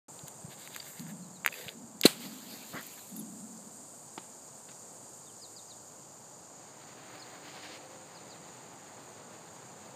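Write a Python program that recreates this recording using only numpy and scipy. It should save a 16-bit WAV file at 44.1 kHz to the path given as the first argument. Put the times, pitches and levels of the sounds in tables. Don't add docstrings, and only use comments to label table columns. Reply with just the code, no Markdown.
import sys
import numpy as np
from scipy import signal
from scipy.fft import rfft, irfft, next_fast_len
from scipy.io import wavfile
from scipy.ndimage import uniform_filter1d

SR = 44100
rng = np.random.default_rng(int(sys.argv[2]) if len(sys.argv) > 2 else 0)


def store_pcm(level_fs):
    pcm = np.round(np.clip(level_fs, -1, 1) * 32767).astype(np.int16)
    wavfile.write(sys.argv[1], SR, np.atleast_2d(pcm).T)


N = 438794
T = np.arange(N) / SR
FIRE_S = 2.0526

# (frequency [Hz], level [dB])
RASP_SPECTRUM = [(200, 13), (500, 0.5), (1200, -0.5), (2200, 3.5), (3500, 4.5), (4700, 8), (5400, -1.5),
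                 (8000, -8), (11000, -51)]
# (frequency [Hz], level [dB])
FIZZ_SPECTRUM = [(4000, -15.5), (7200, 4), (10200, -4.5), (12900, 5), (15300, -4)]


def undb(db):
    return 10 ** (np.asarray(db) / 20)


def unit(x):
    return x / np.sqrt(np.mean(x ** 2))


def peak(x, db):
    return x * undb(db) / np.abs(x).max()


def curve(table, column=1):
    rows = np.array(table)
    return undb(np.interp(T, rows[:, 0], rows[:, column], left=-140, right=-140))


def colour(x, points):
    hz, db = np.transpose(points)
    size = next_fast_len(len(x))
    octave = np.log2(np.fft.rfftfreq(size, 1 / SR) + 1)
    beyond = np.abs(octave - np.clip(octave, np.log2(hz[0]), np.log2(hz[-1])))
    gain = undb(np.interp(octave, np.log2(hz), db) - 24 * beyond)
    return unit(irfft(rfft(x, size) * gain, size)[:len(x)])


def ring(x, hz, width_hz):
    return signal.lfilter(*signal.iirpeak(min(hz, .45 * SR), hz / min(width_hz, SR / 3), SR), x)


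def ring_twice(x, hz, width_hz):
    return ring(ring(x, hz, width_hz), hz, width_hz)


def low_cut(x, hz):
    return signal.sosfilt(signal.butter(2, hz, "highpass", fs=SR, output="sos"), x)


def walk(rate):
    step = int(SR / rate)
    return 1.2 * uniform_filter1d(np.repeat(rng.standard_normal(N // step + 1), step), step)[:N]


def noise():
    return rng.standard_normal(N)


def grains(rate, spread_db):
    ticks = (rng.random(N) < rate / SR) * noise()
    return unit(ticks * undb(spread_db * np.minimum(rng.exponential(size=N), 4)))


def swell(t, rise_s):
    u = np.maximum(t, 0) / rise_s
    return (u * np.exp(1 - u)) ** 2


def bell(middle_s, half_s):
    return np.exp(-np.minimum(((T - middle_s) / half_s) ** 2, 60))


def held(start_s, stop_s, attack_s, release_s):
    return np.clip((T - start_s) / attack_s, 0, 1) * np.exp(-np.clip((T - stop_s) / release_s, 0, 60))


def add(out, s, x):
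    i = int(s * SR)
    out[i:i + len(x)] += x[:N - i]


def traffic():
    # (frequency [Hz], level [dB])
    roar_spectrum = [(30, -42), (65, -32.5), (90, -11.5), (134, -3), (270, -6.5), (400, -7.5), (510, -6),
                     (850, -6.5), (1300, -14), (2100, -24), (4200, -27)]
    # (time [s], level [dB])
    roar_levels = [(0, -53.5), (2, -57), (6.3, -55.5), (8.5, -53), (9.95, -53.5)]
    # (middle [s], half length [s], pitch [Hz], level [dB])
    whines = [(7.5, .5, 298, -62.5), (7.88, .22, 525, -58.5), (7.6, .9, 755, -64)]
    out = colour(noise(), roar_spectrum) * curve(roar_levels) * undb(.5 * walk(3.1))
    for s, half_s, hz, db in whines:
        tone = np.sin(2 * np.pi * np.cumsum(hz * (1 + .00806 * walk(22))) / SR)
        out += unit(tone * undb(walk(14))) * undb(db) * bell(s, half_s)
    return out


def cicadas():
    # (time [s], low chorus [dB], high chorus [dB])
    chorus_levels = [(0, -56.5, -53.5), (2.2, -59.5, -58), (3.3, -56, -55), (5.7, -55.5, -56),
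                     (7, -57, -62.5), (9.95, -58, -61.5)]
    # (frequency [Hz], level [dB])
    low_spectrum = [(4000, -19.5), (4750, -10), (5250, -14), (6200, -8.5), (6650, -1.5), (7020, 2),
                    (7160, -13.5), (7600, -15.5), (8300, -9.5), (9800, -32.5)]
    # (frequency [Hz], level [dB])
    high_spectrum = [(6000, -20.5), (7000, -5), (7300, 6.5), (7800, -1.5), (8600, -2.5), (9300, -6),
                     (10200, -19), (12600, -13.5), (15400, -21.5)]
    # (start [s], stop [s], tymbal ring [Hz], width [Hz], pulse rate [1/s], level [dB])
    soloists = [(.6, 1.25, 8300, 150, 120, -64), (2.9, 5.6, 8300, 1900, 355, -61),
                (6.2, 10, 8560, 160, 70, -70), (5.8, 10, 7258, 70, 42.5, -66)]
    out = colour(grains(9000, .52), low_spectrum) * curve(chorus_levels) * undb(.5 * walk(30))
    out += colour(grains(9000, .71), high_spectrum) * curve(chorus_levels, 2) * undb(.5 * walk(30))
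    for start, stop, hz, width_hz, rate, db in soloists:
        phase = np.cumsum(rate * (1 + .002 * walk(1.5))) / SR
        since = phase % 1 / rate
        buckles = np.sin(2 * np.pi * hz * since) * np.exp(-np.pi * width_hz * since)
        buckles *= 1 + .27 * noise()
        fade = np.clip(np.minimum(T - start, stop - T) / .46 + .5, 0, 1)
        out += unit(ring(buckles, hz, width_hz)) * fade * undb(db + 1.4 * walk(11))
    return out


def cricket(start_s=.131, top_hz=8680, repeat_s=.054, length_s=.022, arch_hz=300, db=-54, count=7):
    out = np.zeros(N)
    arch = np.sin(np.pi * np.linspace(0, 1, int(length_s * SR)))
    stroke = arch * np.sin(2 * np.pi * np.cumsum(top_hz - arch_hz * (1 - arch)) / SR)
    for k, scatter in enumerate(rng.standard_normal(count)):
        add(out, start_s + k * repeat_s, undb(db + 2 * scatter) * stroke)
    return out


def shell(x):
    # (frequency [Hz], nominal width [Hz], level [dB])
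    modes = [(1740, 410, 0), (2080, 150, -5), (2600, 220, -6), (3730, 670, -3.5), (4650, 233, -1.5)]
    return unit(sum(undb(db) * ring_twice(x, hz, 1.8 * width) for hz, width, db in modes))


def clicks(ring_s=.00039, body_s=.0022, body_db=-19, snap_s=.00083):
    # (time [s], pitch [Hz], tone level [dB], snap level [dB])
    contacts = [(0.192, 3960, -37, -46), (.2817, 3340, -44, -27), (.6753, 2220, -34, -33),
                (0.7473, 3470, -32, -35), (.7627, 1750, -28, -27), (.9952, 4400, -35, -33),
                (1.4483, 2110, -18.5, -33), (1.462, 1950, -8, -17.5), (1.4767, 2320, -14.5, -29),
                (1.4873, 2160, -28, -52), (1.683, 2800, -25, -43), (1.6908, 3570, -25.5, -44),
                (2.013, 4930, -22, -17), (2.0348, 3600, -17, -32), (2.038, 2870, -14, -27)]
    out, t = np.zeros(N), T[:2048]
    for s, hz, tone_db, snap_db in contacts:
        body, snap = rng.standard_normal((2, len(t)))
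        tone = peak(ring(np.sin(2 * np.pi * hz * t) * np.exp(-t / ring_s), hz, 2500), 0)
        tone += peak(shell(body * np.exp(-t / body_s)), body_db)
        snap *= np.exp(-t / snap_s)
        snap = ring_twice(snap, 6850, 1500) + .55 * ring_twice(snap, 12700, 4500)
        add(out, s, peak(tone, tone_db + .5) + peak(snap, snap_db + .5))
    return out


def bumps(hz=151, rise_s=.0051):
    # (time [s], peak [dB])
    nudges = [(.232, -40.5), (.443, -36.5), (0.479, -43), (1.66, -41.5), (1.839, -47), (2.737, -42)]
    out, t = np.zeros(N), T[:4096]
    bump = low_cut(swell(t, rise_s) * np.cos(2 * np.pi * hz * t), 90)
    for s, db in nudges:
        add(out, s, peak(bump, db))
    return out


def scrapes(slip_share=.87, smooth_db=-4, flutter_db=2.5):
    # (middle [s], half length [s], band centre [Hz], rasp [dB], fizz [dB])
    strokes = [(0.279, 0.012, 2980, -55, -57), (0.528, 0.024, 2800, -52.5, -54),
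               (0.618, 0.035, 3400, -53, -57), (0.753, 0.085, 3400, -52, -56),
               (0.89, 0.043, 2300, -55.5, -50.5), (0.992, 0.045, 2400, -57, -55),
               (1.093, 0.029, 1700, -54.5, -59), (1.614, 0.096, 2840, -47, -50),
               (2.986, 0.013, 1500, -53, -62)]
    out = np.zeros(N)
    slips = shell(noise() + slip_share * grains(700, 4))
    sliding = undb(smooth_db) * colour(noise(), RASP_SPECTRUM)
    rubbing = unit(slips + sliding) * undb(flutter_db * walk(70))
    fizz = colour(noise() + .44 * grains(2500, 2.7), FIZZ_SPECTRUM) * undb(2.2 * walk(39.2))
    for s, half_s, hz, rasp_db, fizz_db in strokes:
        out += (undb(rasp_db) * unit(ring(rubbing, hz, hz)) + undb(fizz_db) * fizz) * bell(s, half_s)
    return out


def catches(ring_s=.0015, body_db=-5):
    # (time [s], length [s], pitch [Hz], peak [dB])
    snags = [(.7995, .005, 4670, -31.5), (1.524, 0.005, 2600, -33), (1.5402, .002, 2520, -33.5)]
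    out, t = np.zeros(N), T[:2048]
    for s, length_s, hz, db in snags:
        chatter = undb(body_db) * shell(rng.standard_normal(len(t)))
        grip = np.exp(-np.maximum(t - length_s, 0) / ring_s)
        squeak = (np.sin(2 * np.pi * hz * t) + chatter) * grip
        add(out, s, peak(ring(squeak, hz, hz), db))
    return out


def breeze(band_ratio=1.29, gust_db=2):
    # (start [s], rise [s], fade [s], level [dB], resonance [Hz])
    puffs = [(.99, 0.016, 0.2, -41.5, 187), (1.73, 0.038, .29, -51, 221), (2.14, .09, 0.34, -47.5, 231),
             (3.09, 0.086, 0.31, -42.5, 216)]
    out, gusts = np.zeros(N), undb(gust_db * walk(35))
    for s, rise_s, fade_s, db, hz in puffs:
        band = [(hz / 2, -34), (hz / band_ratio, -7), (hz, 0), (hz * band_ratio, -6), (2 * hz, -24)]
        eddies = colour(noise(), band)
        even = eddies / (1 + np.abs(signal.hilbert(eddies, next_fast_len(N))[:N]))
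        out += undb(db) * held(s, s + rise_s, rise_s, fade_s) * unit(ring_twice(even * gusts, hz, hz))
    return out


def bird(length_s=.064, drop_at_s=.036, drop_ease_s=.0088, echo_db=-6, hook_db=2, flutter_db=3.5):
    # (time [s], top pitch [Hz], bottom pitch [Hz], level [dB])
    chirps = [(1.212, 4370, 3750, -64), (1.328, 4500, 3600, -62.5), (3.172, 3800, 2950, -64),
              (5.258, 3750, 2800, -62.5), (5.405, 5170, 3510, -50), (5.546, 5120, 3450, -52),
              (5.673, 5080, 3400, -52.5), (7.187, 5180, 3720, -52), (8.138, 5100, 3600, -56),
              (8.285, 5020, 3500, -52)]
    out, t = np.zeros(N), T[:int(length_s * SR)]
    fallen = 1 / (1 + np.exp((drop_at_s - t) / drop_ease_s))
    arch = np.abs(np.sin(np.pi * t / length_s)) ** 1.1
    flutter = undb(flutter_db * walk(150))
    for s, top_hz, bottom_hz, db in chirps:
        vibrato_hz = 25 * np.sin(2 * np.pi * (60 * t + rng.random()))
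        hz = top_hz + (bottom_hz - top_hz) * fallen + vibrato_hz
        loudness = undb(db + hook_db * (1 - 2 * fallen)) * arch
        add(out, s, loudness * np.sin(2 * np.pi * np.cumsum(hz) / SR))
    trees = rng.standard_normal(16384) * np.exp(-T[:16384] / .07)
    echo = signal.fftconvolve(out, trees / np.linalg.norm(trees))[:N]
    return out * flutter + undb(echo_db) * ring(echo, 4500, 1800)


def pull_string(hollow_hz=503, width_hz=240):
    # (middle [s], half length [s], level [dB])
    draws = [(1.615, 0.12, -52)]
    hollow = unit(ring_twice(grains(900, 2), hollow_hz, width_hz))
    return hollow * sum(undb(db) * bell(s, half_s) for s, half_s, db in draws)


def igniter(drag_s=2.036, crack_s=2.0614, drag_db=-31, thump_db=-4, crack_db=-10, spray_db=-20,
            tail_db=-28):
    t = np.maximum(T - FIRE_S, 0)
    lit = t > 0
    thump_hz = 140 + 490 * np.exp(-t / .003)
    thump = swell(t, .0024) ** 1.4 * np.sin(2 * np.pi * np.cumsum(thump_hz * lit) / SR)
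    vent = unit(ring(ring(noise(), 4190, 550), 4110, 620))
    crack = unit(np.tanh(vent)) * np.exp(-np.abs(T - crack_s) / .0021)
    spray = colour(noise(), [(140, 7.5), (700, 1.5), (1500, 1.5), (2800, 4), (4400, 5), (5600, -5),
                             (8000, 4), (10500, -5), (13400, -2.5), (15400, -8.5)])
    spray *= undb(spray_db) * swell(t, .0054) + undb(tail_db) * lit * np.exp(-t / .04)
    drag = (T > drag_s) * ~lit * unit(ring(ring(noise(), 2400, 3500), 3200, 3700))
    return undb(drag_db) * drag + undb(thump_db) * thump + undb(crack_db) * crack + spray


def fuse(rasp_db=-55, rasp_s=.82, fizz_db=-55, thrown_s=3.0, fade_s=.23, grain_share=.63):
    # (middle [s], rasp gain [dB])
    surges = [(2.24, 9.5), (2.54, 4)]
    surge_db = sum(db * bell(s, half_s=.047) for s, db in surges)
    size = next_fast_len(N)
    hz = np.fft.rfftfreq(size, 1 / SR)
    grit = rfft(colour(noise() + grain_share * grains(1500, 3.2), RASP_SPECTRUM), size)
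    edges_hz = np.append(0, np.geomspace(700, 11000, 13))
    rasp = np.zeros(N)
    for low, high in zip(edges_hz, edges_hz[1:]):
        rasp += irfft(grit * (hz >= low) * (hz < high), size)[:N] * undb(2.5 * walk(29.82))
    rasp *= undb(rasp_db + surge_db) * held(FIRE_S, FIRE_S + rasp_s, .02, fade_s)
    fizz = colour(noise() + grain_share * grains(2500, 3.5), FIZZ_SPECTRUM) * undb(1.6 * walk(40))
    fizz *= undb(fizz_db + .57 * surge_db) * held(FIRE_S, thrown_s, .2, fade_s)
    return rasp + fizz


def spits(decay_s=.0028, sputter_s=2.84, sputter_half_s=.27, sputter_per_s=40, sputter_db=-57.5):
    # (time [s], peak [dB])
    sharp_spits = [(2.8665, -33), (3.164, -32)]
    out, t = np.zeros(N), T[:2048]
    crackle = colour(noise(), [(1400, -17), (6000, -18), (9500, -10), (13000, 0), (15000, -6)])
    for s, db in sharp_spits:
        add(out, s, peak(crackle[int(s * SR):][:len(t)] * np.exp(-t / decay_s), db))
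    sparks = (rng.random(N) < sputter_per_s / SR) * rng.uniform(.5, 1, N)
    bursts = signal.fftconvolve(sparks, swell(t, rise_s=.0025))[:N]
    return out + undb(sputter_db) * unit(bursts * crackle) * bell(sputter_s, sputter_half_s)


def sleeve(centre_s=2.776, half_s=.032, slip_hz=235, db=-43):
    phase = np.cumsum(slip_hz * (1 + .08 * walk(120))) / SR
    slips = unit(np.diff(np.floor(phase), prepend=0) - slip_hz / SR) + 1.8 * noise()
    body = colour(slips, [(70, -28), (120, -6), (170, 6), (300, 0), (480, 1), (900, -5), (1500, -13)])
    cloth = colour(slips, [(700, -19), (1400, -1), (2000, -.5), (2500, -17), (3200, -10.5)])
    return undb(db) * (body * bell(centre_s - .016, half_s) + cloth * bell(centre_s + .0018, half_s))


def fuse_squeaks(rise_s=.0081, width_hz=800):
    # (time [s], level [dB])
    squeaks = [(2.929, -54), (3.088, -55), (3.16, -46), (3.188, -45)]
    # (frequency [Hz], relative level [dB])
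    whistles = [(11200, 2), (12100, -7), (13900, -8)]
    out, t = np.zeros(N), T[:4096]
    for s, db in squeaks:
        gas = rng.standard_normal(len(t))
        whistle = sum(undb(share_db) * ring_twice(gas, hz, width_hz) for hz, share_db in whistles)
        add(out, s, undb(db) * swell(t, rise_s) * unit(whistle))
    return out


def landing(crush_db=-7.5, scatter_db=-27, scatter_s=.062):
    # (time [s], peak [dB])
    impacts = [(4.1775, -27), (4.1833, -39)]
    # (time [s], rise [s], level [dB])
    scuffs = [(4.68, 0.0098, -52.5), (4.707, .01, -57)]
    out, t = np.zeros(N), T[:16384]
    grass = colour(noise() + .5 * grains(1500, 1.6), [(200, 4), (1200, -6), (4600, -9), (5500, -21)])
    knock = np.sin(2 * np.pi * 1050 * t) * swell(t, .00077)
    knock += .94 * np.sin(2 * np.pi * 280 * t) * swell(t, .0016)
    grass_gain = undb(crush_db) * swell(t, .0024) + undb(scatter_db) * np.exp(-t / scatter_s)
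    for s, db in impacts:
        add(out, s, peak(ring(knock, 610, 2200) + grass[int(s * SR):][:len(t)] * grass_gain, db))
    return out + grass * sum(undb(db) * swell(T - s, rise_s) for s, rise_s, db in scuffs)


def smoke(start_s=6.45, rise_s=.7, full_db=-53, sink_s=7.43, settle_s=.44, steady_db=-59, flare_db=-52):
    # (frequency [Hz], level [dB])
    jet_spectrum = [(150, -30), (300, 3.5), (600, 1.5), (1200, 0), (2000, -1.5), (3200, -8.5), (4700, -5.5),
                    (5500, -26), (9000, -31), (15000, -18.5)]
    excess = (undb(full_db) - undb(steady_db)) * held(start_s, sink_s, rise_s, settle_s)
    flow = excess + undb(steady_db) * np.clip((T - start_s) / rise_s, 0, 1)
    jet = colour(noise() + .5 * grains(600, 3), jet_spectrum) * flow
    flare = colour(noise() + .36 * grains(600, 2.2),
                   [(600, -10), (2000, 3.5), (3300, 2), (4700, 3), (5600, -2), (13000, -25)])
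    flare *= undb(flare_db) * held(start_s=7.37, stop_s=7.775, attack_s=.25, release_s=.0096)
    return (jet + flare) * undb(1.1 * walk(30))


def scene(shadow_share=.71, shadow_hz=5400, shadow_width_hz=600):
    hands = scrapes() + bumps() + pull_string() + clicks() + catches()
    hands -= shadow_share * ring(hands, shadow_hz, shadow_width_hz)
    grenade = hands + igniter() + fuse() + fuse_squeaks() + spits() + sleeve() + landing() + smoke()
    return (grenade + breeze() + cicadas() + cricket() + bird() + traffic())[None]


def record(dry, open_s=.083, notch_share=.32, notch_hz=5500, bottom_hz=35, top_hz=15300):
    heard = (dry - notch_share * ring(dry, notch_hz, 700)) * (T > open_s)
    high_cut = signal.ellip(10, .2, 70, top_hz, fs=SR, output="sos")
    return signal.sosfilt(high_cut, low_cut(heard, bottom_hz))


dry = scene()
out = record(dry)
store_pcm(out)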